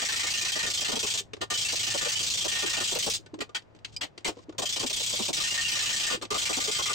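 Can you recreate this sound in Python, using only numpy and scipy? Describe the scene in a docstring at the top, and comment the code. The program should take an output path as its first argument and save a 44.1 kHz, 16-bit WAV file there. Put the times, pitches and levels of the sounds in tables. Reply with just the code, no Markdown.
"""Very fast hammering on a curved steel plate over an anvil is heard first, about 28 blows a second.
Each blow excites the plate's modes, a noisy clash, a bending thud, a crack and the anvil's own note.
Gain limiting flattens the blows into short bursts. In the pauses the turned plate knocks, flexes and scrapes,
and steel clinks once as a few decaying sines. A wavering hum and shaped noise form the air of the workshop."""
import sys
import numpy as np
from scipy import signal
from scipy.fft import rfft, irfft, next_fast_len
from scipy.io import wavfile
from scipy.ndimage import uniform_filter1d, map_coordinates

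SR = 44100
rng = np.random.default_rng(int(sys.argv[2]) if len(sys.argv) > 2 else 0)


def waveform_to_disk(signal):
    """Save audio, clipped to [-1, 1], as 16-bit WAV at the path in sys.argv[1]."""
    frames = np.transpose(np.atleast_2d(signal))
    scaled = np.clip(frames, -1, 1) * 32767
    samples = np.round(scaled).astype(np.int16)
    wavfile.write(sys.argv[1], SR, samples)


N = 306054

# All table levels are relative: they hold before the mixing trims below and the limiter.
# Stretches of even hammering:
# (first blow [s], blows [count], beat [s], change of beat per blow [s], force [dB])
HAMMER_RUNS = [(-.0239, 34, .0359, .00002, -9.5), (1.5, 37, .03648, -.00002, -8.3),
               (2.837, 9, .0372, 0, -7.5), (4.581, 22, .03601, -.00026, -14), (5.329, 23, .035, 0, -7),
               (6.304, 18, .0372, -.00006, -7.5)]
# Slaps of the whole plate: (time [s], force [dB], thud re force [dB], ring re force [dB])
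PLATE_SLAPS = [(1.411, -21, 4, 1), (3.404, -26, 4.5, 7), (3.546, -21, -9, 8.5), (4.009, -24.5, -4, 7),
               (4.027, -27, 1, 5), (4.245, -13.5, -0.5, 2), (4.272, -18, 4, -1.5), (6.117, -5, -2.5, -1.5),
               (6.218, -27, 3.5, -7)]
# Blows that drive the unseated plate onto the anvil: (time [s], thud re force [dB], pitch [Hz])
UNSEATED_THUDS = [(.01, -7.5, 501), (.23, -12.5, 505), (.56, -6.5, 527), (.63, -7, 500), (.66, -10.5, 397),
                  (.81, -11.5, 493), (.88, -4, 430), (.92, -1.5, 795), (.96, -2.5, 438), (1.03, -5.5, 420),
                  (1.5, -5.5, 519), (1.72, -8, 500), (1.94, 0, 467), (2.01, -10, 519), (2.05, -11.5, 498),
                  (2.44, -2, 519), (2.63, -4.5, 332), (2.67, -13, 330), (2.77, -3.5, 810), (2.8, -6, 1050),
                  (2.91, -7, 505), (2.95, 0.5, 495), (3.06, 1.5, 448), (4.58, 3, 538), (4.62, 0.5, 600),
                  (4.76, -6.5, 450), (4.8, -7, 453), (4.83, 2.5, 408), (4.9, -11, 647), (5.0, -9.5, 590),
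                  (5.12, -7, 600), (5.19, 1, 378), (5.22, -13, 600), (5.28, 0.5, 335), (6.1, -6, 497),
                  (6.3, 2, 430), (6.34, -3.5, 518), (6.49, -1.5, 337), (6.56, -5, 268), (6.67, -5, 443),
                  (6.78, -4, 1075), (6.89, -5.5, 352)]
# How freely the plate rings as it slides over the anvil: (time [s], mean ring re force [dB])
RING_FREEDOM = [(0, -4.5), (.26, -5.5), (.31, -10), (.44, -4.5), (.51, -14), (.56, -4), (.64, -1.5),
                (.73, -29), (.83, -1), (.91, -10), (1.12, -18), (1.5, -6.5), (1.59, -21), (1.65, -9.5),
                (1.8, -18.5), (1.87, -6.5), (2.04, -3.5), (2.3, -28.5), (2.55, -4), (2.79, -5),
                (2.85, -16.5), (3.14, -29.5), (4.58, -12.5), (4.7, -20), (4.78, -11), (4.93, -25),
                (5.33, -26.5), (5.42, 0), (5.48, -12), (5.59, 1.5), (5.68, -10), (5.77, -4.5), (5.86, -12),
                (6.12, -7), (6.3, -5.5), (6.41, -12.5), (6.47, 2), (6.58, -17), (6.89, -4.5)]
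# Drift of the clash's brightest resonance: (time [s], mean frequency at 0 dB ring [Hz])
BRIGHT_DRIFT = [(0, 1700), (.2, 2150), (.36, 2590), (.51, 2800), (.57, 1950), (.66, 1950), (.75, 2730),
                (1.41, 3080), (1.64, 2330), (1.8, 2750), (2.8, 2750), (3.14, 2450), (3.55, 2600),
                (4.02, 3600), (4.7, 2550), (5.2, 2700), (5.55, 2647), (6.9, 3020)]
# Blows where one mode sings out: (time [s], frequency [Hz], level re force [dB])
SINGING_BLOWS = [(.08, 1745, -7), (.16, 1915, -8), (.23, 2234, -10), (.27, 2180, -6), (.34, 2815, -2),
                 (.41, 2450, -7), (.48, 2570, -9.5), (.52, 3197, -4), (.55, 1937, -5), (.59, 1930, -7),
                 (.66, 1835, -6), (.77, 3143, -1), (.81, 3210, -9), (1.03, 2590, -6), (1.54, 3025, -2),
                 (1.65, 2676, -5), (1.9, 2750, -12), (2.01, 1753, -13), (2.12, 3020, -5.5),
                 (2.15, 2995, -0.5), (2.41, 3262, -5), (2.8, 1456, -12.5), (4.65, 3130, 0),
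                 (4.72, 3490, -2.5), (5.4, 1198, -13), (5.51, 2810, -2.5), (5.58, 1835, -5),
                 (5.65, 2800, 3.5), (5.75, 1178, -17), (5.93, 1830, -9), (6.06, 1820, -5.5),
                 (6.1, 1200, -13.5), (6.3, 1190, -3), (6.34, 1200, -1), (6.45, 2800, -8), (6.53, 2637, -7),
                 (6.6, 2088, -12), (6.75, 3133, -6), (6.82, 3273, -3), (6.86, 1190, -9), (6.89, 1191, -4)]
# Modes of the plate: (frequency [Hz], level struck in the bowl [dB], level struck nearer the rim [dB])
PLATE_MODES = [(807, -9, -8), (1195, -.5, 6.5), (1446, -3, 3.5), (1762, -5, -13), (1838, .5, -13),
               (1922, -9, -12), (2087, -11, -.5), (2398, -6, -8), (2593, -5, -5), (2805, -5, -5),
               (3033, -6, -4)]
# Spectrum of the clash of steel: (frequency [Hz], level [dB])
CLASH_SPECTRUM = [(100, -30), (400, -21.5), (1000, -19.5), (1600, -21), (2200, -7), (3200, -1), (4100, -1),
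                  (6000, -1.5), (7900, -3), (9000, -12), (10300, -28.5), (12000, -25.5), (15800, -22.5)]
# Spectrum of the thud: (frequency [Hz], level [dB])
THUD_SPECTRUM = [(50, -11), (150, -9), (290, -1), (480, 0.5), (700, -2), (1100, -7), (1700, -18),
                 (3000, -59)]
# Spectrum of the plate's close modes: (frequency [Hz], level [dB])
BODY_SPECTRUM = [(400, -22), (900, -11), (1500, -8.5), (1900, -5), (2500, -4), (3100, -3.5), (4500, -8),
                 (9000, -55)]
# Spectrum of the hammer's crack: (frequency [Hz], level [dB])
CRACK_SPECTRUM = [(1500, -9), (5000, 0), (14000, -4.5)]
# Spectrum of low thumps and hum noise: (frequency [Hz], level [dB])
RUMBLE_SPECTRUM = [(25, -8), (60, -2), (130, 0.5), (250, -9), (600, -38), (2000, -69)]
# Spectrum of the room air: (frequency [Hz], level [dB])
AIR_SPECTRUM = [(25, -16), (100, -4), (250, -4.5), (600, -4.5), (1000, -12), (3000, -24.5), (7500, -38.5),
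                (9500, -51), (15000, -57)]
# Level of the hum and its low noise: (time [s], level [dB])
HUM_LEVEL = [(0, -61), (1.3, -57), (2.2, -54.5), (3.45, -60), (3.6, -66), (3.82, -61.5), (3.95, -54),
             (4.1, -64.5), (4.7, -56.5), (6.94, -60.5)]
# Short booms of the flexing plate: (time [s], frequency [Hz], level [dB])
PLATE_FLEXES = [(.932, 230, -20), (1.205, 400, -34), (2.058, 490, -12), (2.645, 340, -19),
                (3.192, 330, -37), (3.260, 1500, -43), (3.332, 312, -23), (3.351, 308, -31),
                (3.378, 338, -30), (3.396, 308, -22), (3.492, 1200, -39), (4.286, 310, -20),
                (4.366, 478, -32), (4.386, 1050, -43), (4.484, 311, -22.5), (4.523, 1240, -42),
                (4.844, 262, -19.5), (5.204, 220, -19.5), (5.296, 270, -23), (6.170, 330, -30),
                (6.234, 300, -35), (6.678, 430, -17)]
# Light contacts of the turned plate: (time [s], clatter level [dB], thud level [dB])
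LIGHT_KNOCKS = [(1.333, -26.5, -37), (1.366, -42, -44.5), (1.407, -40, -42), (3.2604, -39.5, -53),
                (3.340, -38.5, -40), (3.388, -38, -43.5), (3.492, -44, -49), (3.62, -49, -63),
                (3.7479, -49, -55), (3.761, -51, -59), (3.788, -51, -66), (3.8462, -22.5, -61),
                (4.1765, -30.5, -47.5), (4.205, -50, -62), (4.324, -50, -49), (4.368, -49, -47),
                (4.388, -47, -47), (4.4924, -41, -43.5), (4.5234, -47, -55), (4.547, -60, -53),
                (6.213, -31.5, -45), (6.25, -29.5, -47)]
# Spectrum of the hollow knock: (frequency [Hz], level [dB])
HOLLOW_SPECTRUM = [(100, -36), (220, -11), (310, 2.5), (420, 0), (600, -9.5), (1100, -16), (2500, -36),
                   (8000, -66.5)]
# Slides of the plate's edge over the anvil: (time [s], length [s], level [dB])
EDGE_SCRAPES = [(3.875, .04, -62), (3.916, 0.046, -53.5), (4.345, 0.085, -61), (4.417, 0.031, -58)]
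# Modes of the bare steel clink: (frequency [Hz], level [dB], decay t60 [s])
CLINK_MODES = [(2396, -32, .04), (3068, -32, .04), (4900, -22, .055), (5010, -25, .045), (5642, -33, .035),
               (7989, -39, .043)]
# Likeness of the left and right channels: (frequency [Hz], correlation [1])
STEREO_LIKENESS = [(100, 0.03), (4300, 0.03), (4550, .68), (7000, .68), (7700, .24), (9000, .66),
                   (13000, .72)]
# Level of left over right: (frequency [Hz], level [dB])
STEREO_LEAN = [(300, 2.5), (600, 1.3), (1200, 3), (2500, 1), (6000, -0.5), (7000, -1.5), (7700, 8),
               (8600, 0.3), (12000, 0.5)]

SIZE = 8192  # samples in each short sound
T = np.arange(SIZE) / SR  # its time [s]
BEAT_SCATTER_S, FORCE_SCATTER_DB, RING_SCATTER_DB = .0008, 1.2, 3  # blow to blow
SEATED_THUD_DB, THUD_SCATTER_DB, SEATED_HZ = -22, 3.5, 449.7  # means and scatter for all other blows
GIVE_DB = 0  # the thud at which the plate's giving way takes half of a blow's energy
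RIM_FROM_S = 6.2  # blows land nearer the rim after this
GRIP_FROM_S, GRIP_TO_S = 3.3, 4.4  # the glove damps the modes while the plate is turned over
BEND_SHARE = 0.67  # how far the low modes follow the thud rather than the ring
FREE_CRACK_DB, CRACK_GROWS = -22.5, 0.13  # mean at 0 dB ring, and dB more per dB of lost ring
FLAT_FROM_S, FLAT_TO_S, FLAT_CRACK_DB = 2.97, 3.12, 7  # held flat, the plate meets the hammer's face hard
SLAP_CRACK_DB = -12  # the broad plate lands more softly than the hammer's face
RISE_HZ_PER_DB = 30.5  # the bright resonance rises as the pinned plate rings less
THUD_LAG_S, BEND_LAG_S = .0033, .007  # the plate lands after first contact, its slow bending comes last
CONTACTS_PER_S, CONTACT_S = 650, .001  # rattling contacts, and their time constant
ANVIL_HZ, ANVIL_DB, ANVIL_T60 = 8397, -28.5, .11  # the anvil's own note, mean level re force, decay [s]
LOOSE_FROM_S, LOOSE_TO_S, LOOSE_STRETCH = 4.94, 5.23, 1.45  # a loose plate chatters on for longer
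CLINK_AT_S = 3.963
TOP_HZ = 15900  # band limit


def amp(db):
    """Level: 20 dB is a tenfold amplitude."""
    return 10 ** (np.asarray(db) / 20)


def unit(x):
    """Normalization: the signal is scaled to rms 1."""
    return x / np.sqrt(np.mean(x ** 2) + 1e-20)


def along(points, hz):
    """Logarithmic frequency: a curve is interpolated evenly per octave."""
    f, value = np.transpose(points)
    return np.interp(np.log(hz + 1), np.log(f), value)


def curve(table, s):
    """Interpolation in time: a two-column table is read at s seconds."""
    return np.interp(s, *np.transpose(table))


def row_at(table, s):
    return next((row for row in table if abs(row[0] - s) < .018), None)


def wander(position):
    """Random fluctuation: a smooth curve has one random knot per whole position."""
    return map_coordinates(rng.standard_normal(int(position[-1]) + 4), [position], mode="nearest")


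def noise(spectrum, size, ripple_db=0, ripple_hz=200, dull_hz=SR):
    """Filtered noise of rms 1: ripple mimics unevenly excited crowded modes, and soft contact dulls it."""
    hz = np.fft.rfftfreq(size, 1 / SR)
    level_db = along(spectrum, hz) + ripple_db * wander(hz / ripple_hz)
    colour = amp(level_db) / (1 + (hz / dull_hz) ** 2)
    alike = np.clip(along(STEREO_LIKENESS, hz), -1, 1)
    # shared and opposed noise set the correlation of the two channels
    mid, side = rfft(rng.standard_normal((2, size))) * colour * np.sqrt([1 + alike, 1 - alike])
    lean = amp(along(STEREO_LEAN, hz) / 2)
    return unit(irfft([(mid + side) * lean, (mid - side) / lean], size))


def fade(t, attack, t60):
    """Damping: a rounded rise precedes an exponential decay of 60 dB per t60."""
    return (1 - np.exp(-t / attack)) ** 2 * amp(-60 * t / t60)


def tones(hz, gains, t):
    """Modal superposition: each mode is a sine with its own random phase in each channel."""
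    phase = rng.uniform(0, 2 * np.pi, (2, len(hz), 1))
    return gains[:, None] * np.sin(2 * np.pi * hz[:, None] * t + phase)


def pair(hz, split, second_db):
    """Beating: two neighbouring modes interfere."""
    return tones(hz * np.array([1, 1 + split]), amp([0, second_db]), T).sum(1)


def peak(hz, width_hz):
    """Resonance: the response falls away on both sides of one frequency, as (Hz, dB) points."""
    f = np.geomspace(20, SR / 2, num=512)
    return np.transpose([f, -20 * np.log10(1 + ((f - hz) / width_hz) ** 2)])


def crowded(spectrum, depth_db, spacing_hz):
    """Modal density: many close modes give a spectrum fine, lasting peaks."""
    hz = np.linspace(20, SR / 2, num=4096)
    return np.transpose([hz, along(spectrum, hz) + depth_db * wander(hz / spacing_hz)])


def add(track, s, sound):
    """Linear superposition: a sound is summed into the track at s seconds."""
    start = round(s * SR)
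    sound = sound[:, max(-start, 0):]
    part = track[:, max(start, 0):][:, :sound.shape[1]]
    part += sound[:, :part.shape[1]]


def blows():
    """Energy sharing: an even beat as (s, force, thud, ring dB), weaker where the plate gives way."""
    rows = []
    for first_s, count, beat_s, change_s, run_db in HAMMER_RUNS:
        for k in range(round(count)):
            late, harder, looser, freer = rng.standard_normal(4)
            s = first_s + k * (beat_s + change_s * k / 2) + BEAT_SCATTER_S * late
            landing = row_at(UNSEATED_THUDS, s)
            thud_db = landing[1] if landing else SEATED_THUD_DB + THUD_SCATTER_DB * looser
            given_db = 10 * np.log10(1 + amp(thud_db - GIVE_DB) ** 2)
            force_db = run_db + FORCE_SCATTER_DB * harder - given_db
            ring_db = curve(RING_FREEDOM, s) + RING_SCATTER_DB * freer
            rows.append((s, force_db, thud_db, ring_db))
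    return rows


def rattle(depth):
    """Repeated impact: random abrupt contacts, each dying quickly, modulate the clash."""
    hits = (rng.random(SIZE) < CONTACTS_PER_S / SR) * rng.uniform(0, 1.75, SIZE)
    power = signal.lfilter([1], [1, -np.exp(-2 / (CONTACT_S * SR))], hits)
    return unit(np.sqrt(1 + abs(depth) * power))


def bright_resonance(s, ring_db):
    """Selective resonance: one mode sings out, or a drifting band of noise stands above the clash."""
    ping = row_at(SINGING_BLOWS, s)
    if ping:
        _, hz, ping_db = ping
        sung = pair(hz, split=.022, second_db=-8) + amp(-3) * noise(peak(hz, width_hz=110), SIZE)
        return amp(ping_db - 1) * sung
    hz = (curve(BRIGHT_DRIFT, s) - RISE_HZ_PER_DB * ring_db) * (1 + rng.normal(0, .05))
    return amp(-9.5 + rng.normal(0, 2)) * noise(peak(hz, width_hz=200), SIZE)


def clash(s, ring_db, steel):
    """Dense modal excitation: chattering contact yields uneven, quickly damped noise."""
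    stretch = LOOSE_STRETCH if LOOSE_FROM_S < s < LOOSE_TO_S else 1
    # the clash dies fast, and the workshop keeps a faint tail
    decay = 1.36 / stretch * fade(T, attack=.0055, t60=.069 * stretch)
    decay = decay + amp(-32) * fade(T, attack=.0041, t60=.18)
    # every blow lands on a new spot and favours other modes
    crowd = noise(steel, SIZE, ripple_db=2.1, ripple_hz=330)
    return (crowd * rattle(depth=2.0) + bright_resonance(s, ring_db)) * decay


def thud(s):
    """Flexural vibration: the plate lands on the anvil and bends as a whole."""
    landing = row_at(UNSEATED_THUDS, s)
    hz = landing[2] if landing else SEATED_HZ * np.exp(rng.normal(0, .3))
    bend = pair(hz, split=.2, second_db=-7) * fade(np.maximum(T - BEND_LAG_S, 0), attack=.0055, t60=.075)
    impact = noise(THUD_SPECTRUM, SIZE, ripple_db=2.5, ripple_hz=69.7)
    impact = impact * fade(np.maximum(T - THUD_LAG_S, 0), attack=.005, t60=.078)
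    return amp(-1.5) * impact + amp(-5.5) * bend


def plate_ring(s, thud_db, ring_db):
    """Free vibration: a few clear modes ring over a cluster of close ones."""
    hz, bowl_db, rim_db = np.transpose(PLATE_MODES)
    mode_db = (rim_db if s > RIM_FROM_S else bowl_db) + rng.normal(0, 2.85, len(hz))
    # the low modes need a blow that also bends the plate
    mode_db = mode_db + (hz < 1500) * BEND_SHARE * min(thud_db - ring_db, 0)
    mode_db = mode_db - 12 * (GRIP_FROM_S < s < GRIP_TO_S)
    # each new contact detunes the modes a little
    detuned = hz * (1 + rng.normal(0, .003, len(hz)))
    modes = tones(detuned, amp(mode_db), T).sum(1) * fade(T, attack=.006, t60=.085)
    body = noise(BODY_SPECTRUM, SIZE, ripple_db=4.5, ripple_hz=111.6) * fade(T, attack=.004, t60=.088)
    return amp(-5.0) * modes + amp(-3.0) * body


def anvil_note():
    """Normal mode: the anvil answers each blow with one high decaying sine."""
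    level = amp(ANVIL_DB + rng.normal(0, 3))
    return level * np.sin(2 * np.pi * ANVIL_HZ * T) * fade(T, attack=.004, t60=ANVIL_T60)


def crack(s, ring_db, is_slap):
    """Contact stiffness: the first hard contact cracks, louder where the pinned plate rings less."""
    db = FREE_CRACK_DB - CRACK_GROWS * ring_db + FLAT_CRACK_DB * (FLAT_FROM_S < s < FLAT_TO_S)
    db = db + SLAP_CRACK_DB * is_slap + rng.normal(0, 4)
    return amp(db) * noise(CRACK_SPECTRUM, SIZE) * fade(T, attack=.0016, t60=.026)


def stand_thump():
    """Structure-borne sound: the anvil's stand passes a low thump to the floor."""
    return noise(RUMBLE_SPECTRUM, SIZE) * fade(T, attack=.0098, t60=.11)


def hammering():
    """Impact excitation: each blow or slap sums the responses of hammer, plate, anvil and stand."""
    out = np.zeros((2, N))
    steel = crowded(CLASH_SPECTRUM, depth_db=1.2, spacing_hz=35)
    for blow in blows() + PLATE_SLAPS:
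        s, force_db, thud_db, ring_db = blow
        sound = crack(s, ring_db, is_slap=blow in PLATE_SLAPS) + clash(s, ring_db, steel) + anvil_note()
        sound = sound + amp(thud_db - 1) * thud(s)
        sound = sound + amp(ring_db) * plate_ring(s, thud_db, ring_db)
        sound = sound + amp(-25.0) * stand_thump()
        add(out, s, amp(force_db) * sound)
    return out


def workshop():
    """Modulation: an electric hum wavers in level and phase over the broadband air of the room."""
    t = np.arange(N) / SR
    waver = amp(1.8 * wander(t * 18) - .5)
    hum_hz = 105
    hum = np.array([np.sin(2 * np.pi * hum_hz * t + .92 * wander(t * 14)) for _ in range(2)])
    low = amp(2.5) * waver * hum + amp(-1.5) * noise(RUMBLE_SPECTRUM, N)
    return amp(curve(HUM_LEVEL, t)) * low + amp(-59) * noise(AIR_SPECTRUM, N)


def flexing():
    """Plate bending: the loose plate booms briefly on two neighbouring modes."""
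    out = np.zeros((2, N))
    for s, hz, db in PLATE_FLEXES:
        boom = pair(hz, split=.18, second_db=-6) * fade(T, attack=.0051, t60=.059)
        add(out, s, amp(db + 1) * boom)
    return out


def knocking():
    """Soft impact: light contact gives a short, dull clatter and a hollow knock."""
    out = np.zeros((2, N))
    for s, clatter_db, thud_db in LIGHT_KNOCKS:
        decay = fade(T, attack=.0013, t60=.035) + amp(-20.5) * fade(T, attack=.0044, t60=.16)
        clatter = noise(CLASH_SPECTRUM, SIZE, ripple_db=2.5, ripple_hz=301, dull_hz=6800)
        clatter = clatter + noise(BODY_SPECTRUM, SIZE)
        knock = noise(HOLLOW_SPECTRUM, SIZE, ripple_db=2.5, ripple_hz=80.8)
        knock = knock * fade(T, attack=.002, t60=.049)
        add(out, s, amp(clatter_db - 5.0) * clatter * decay + amp(thud_db + 11) * knock)
    return out


def scraping():
    """Sliding friction: irregular catches modulate noise as the plate's edge slides over the anvil."""
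    out = np.zeros((2, N))
    for s, length, db in EDGE_SCRAPES:
        catches = unit(amp(4 * wander(T * 400)))
        swell = np.sin(np.pi * np.minimum(T / length, 1))
        add(out, s, amp(db) * swell * catches * noise(CLASH_SPECTRUM, SIZE, dull_hz=7500))
    return out


def clink():
    """Modal decay: hard steel meets steel once and rings on a few clean modes, two of which beat."""
    out = np.zeros((2, N))
    ring = np.zeros(SIZE)
    for hz, db, t60 in CLINK_MODES:
        ring += amp(db) * np.sin(2 * np.pi * hz * T) * fade(T, attack=.0018, t60=t60)
    tick = noise(CLASH_SPECTRUM, SIZE) * fade(T, attack=.0019, t60=.036)
    add(out, CLINK_AT_S, ring + amp(-28.5) * tick)
    return out


def limiter(x, ceiling_db, ratio, bass_db, window, ahead):
    """Gain control: level past the ceiling lowers the gain a moment early, and bass counts for less."""
    bass = signal.sosfiltfilt(signal.butter(2, 900, fs=SR, output="sos"), x)
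    sensed = x + (amp(bass_db) - 1) * bass
    power = np.abs(uniform_filter1d(np.mean(sensed ** 2, 0), max(int(window * SR), 8)))
    # the squared power ratio makes a soft knee
    gain = (1 + (power / amp(ceiling_db) ** 2) ** 2) ** (-(1 - 1 / ratio) / 4)
    early = np.interp(np.arange(N) + ahead * SR, np.arange(N), gain)
    return x * np.minimum(gain, early)


def scene():
    """Superposition: the limited steel sounds are added to the workshop."""
    steel = hammering() + flexing() + knocking() + scraping() + clink()
    steel = limiter(steel, ceiling_db=-28.7, ratio=8.2, bass_db=-2, window=.004, ahead=.00058)
    return steel + workshop()


def record(dry):
    """Band limiting: a very steep low-pass removes the highest treble."""
    size = next_fast_len(N + 8192)
    passed = 1 / (1 + (np.fft.rfftfreq(size, 1 / SR) / TOP_HZ) ** 160)
    return irfft(rfft(dry, size) * passed, size)[:, :N]


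dry = scene()
out = record(dry)
waveform_to_disk(out)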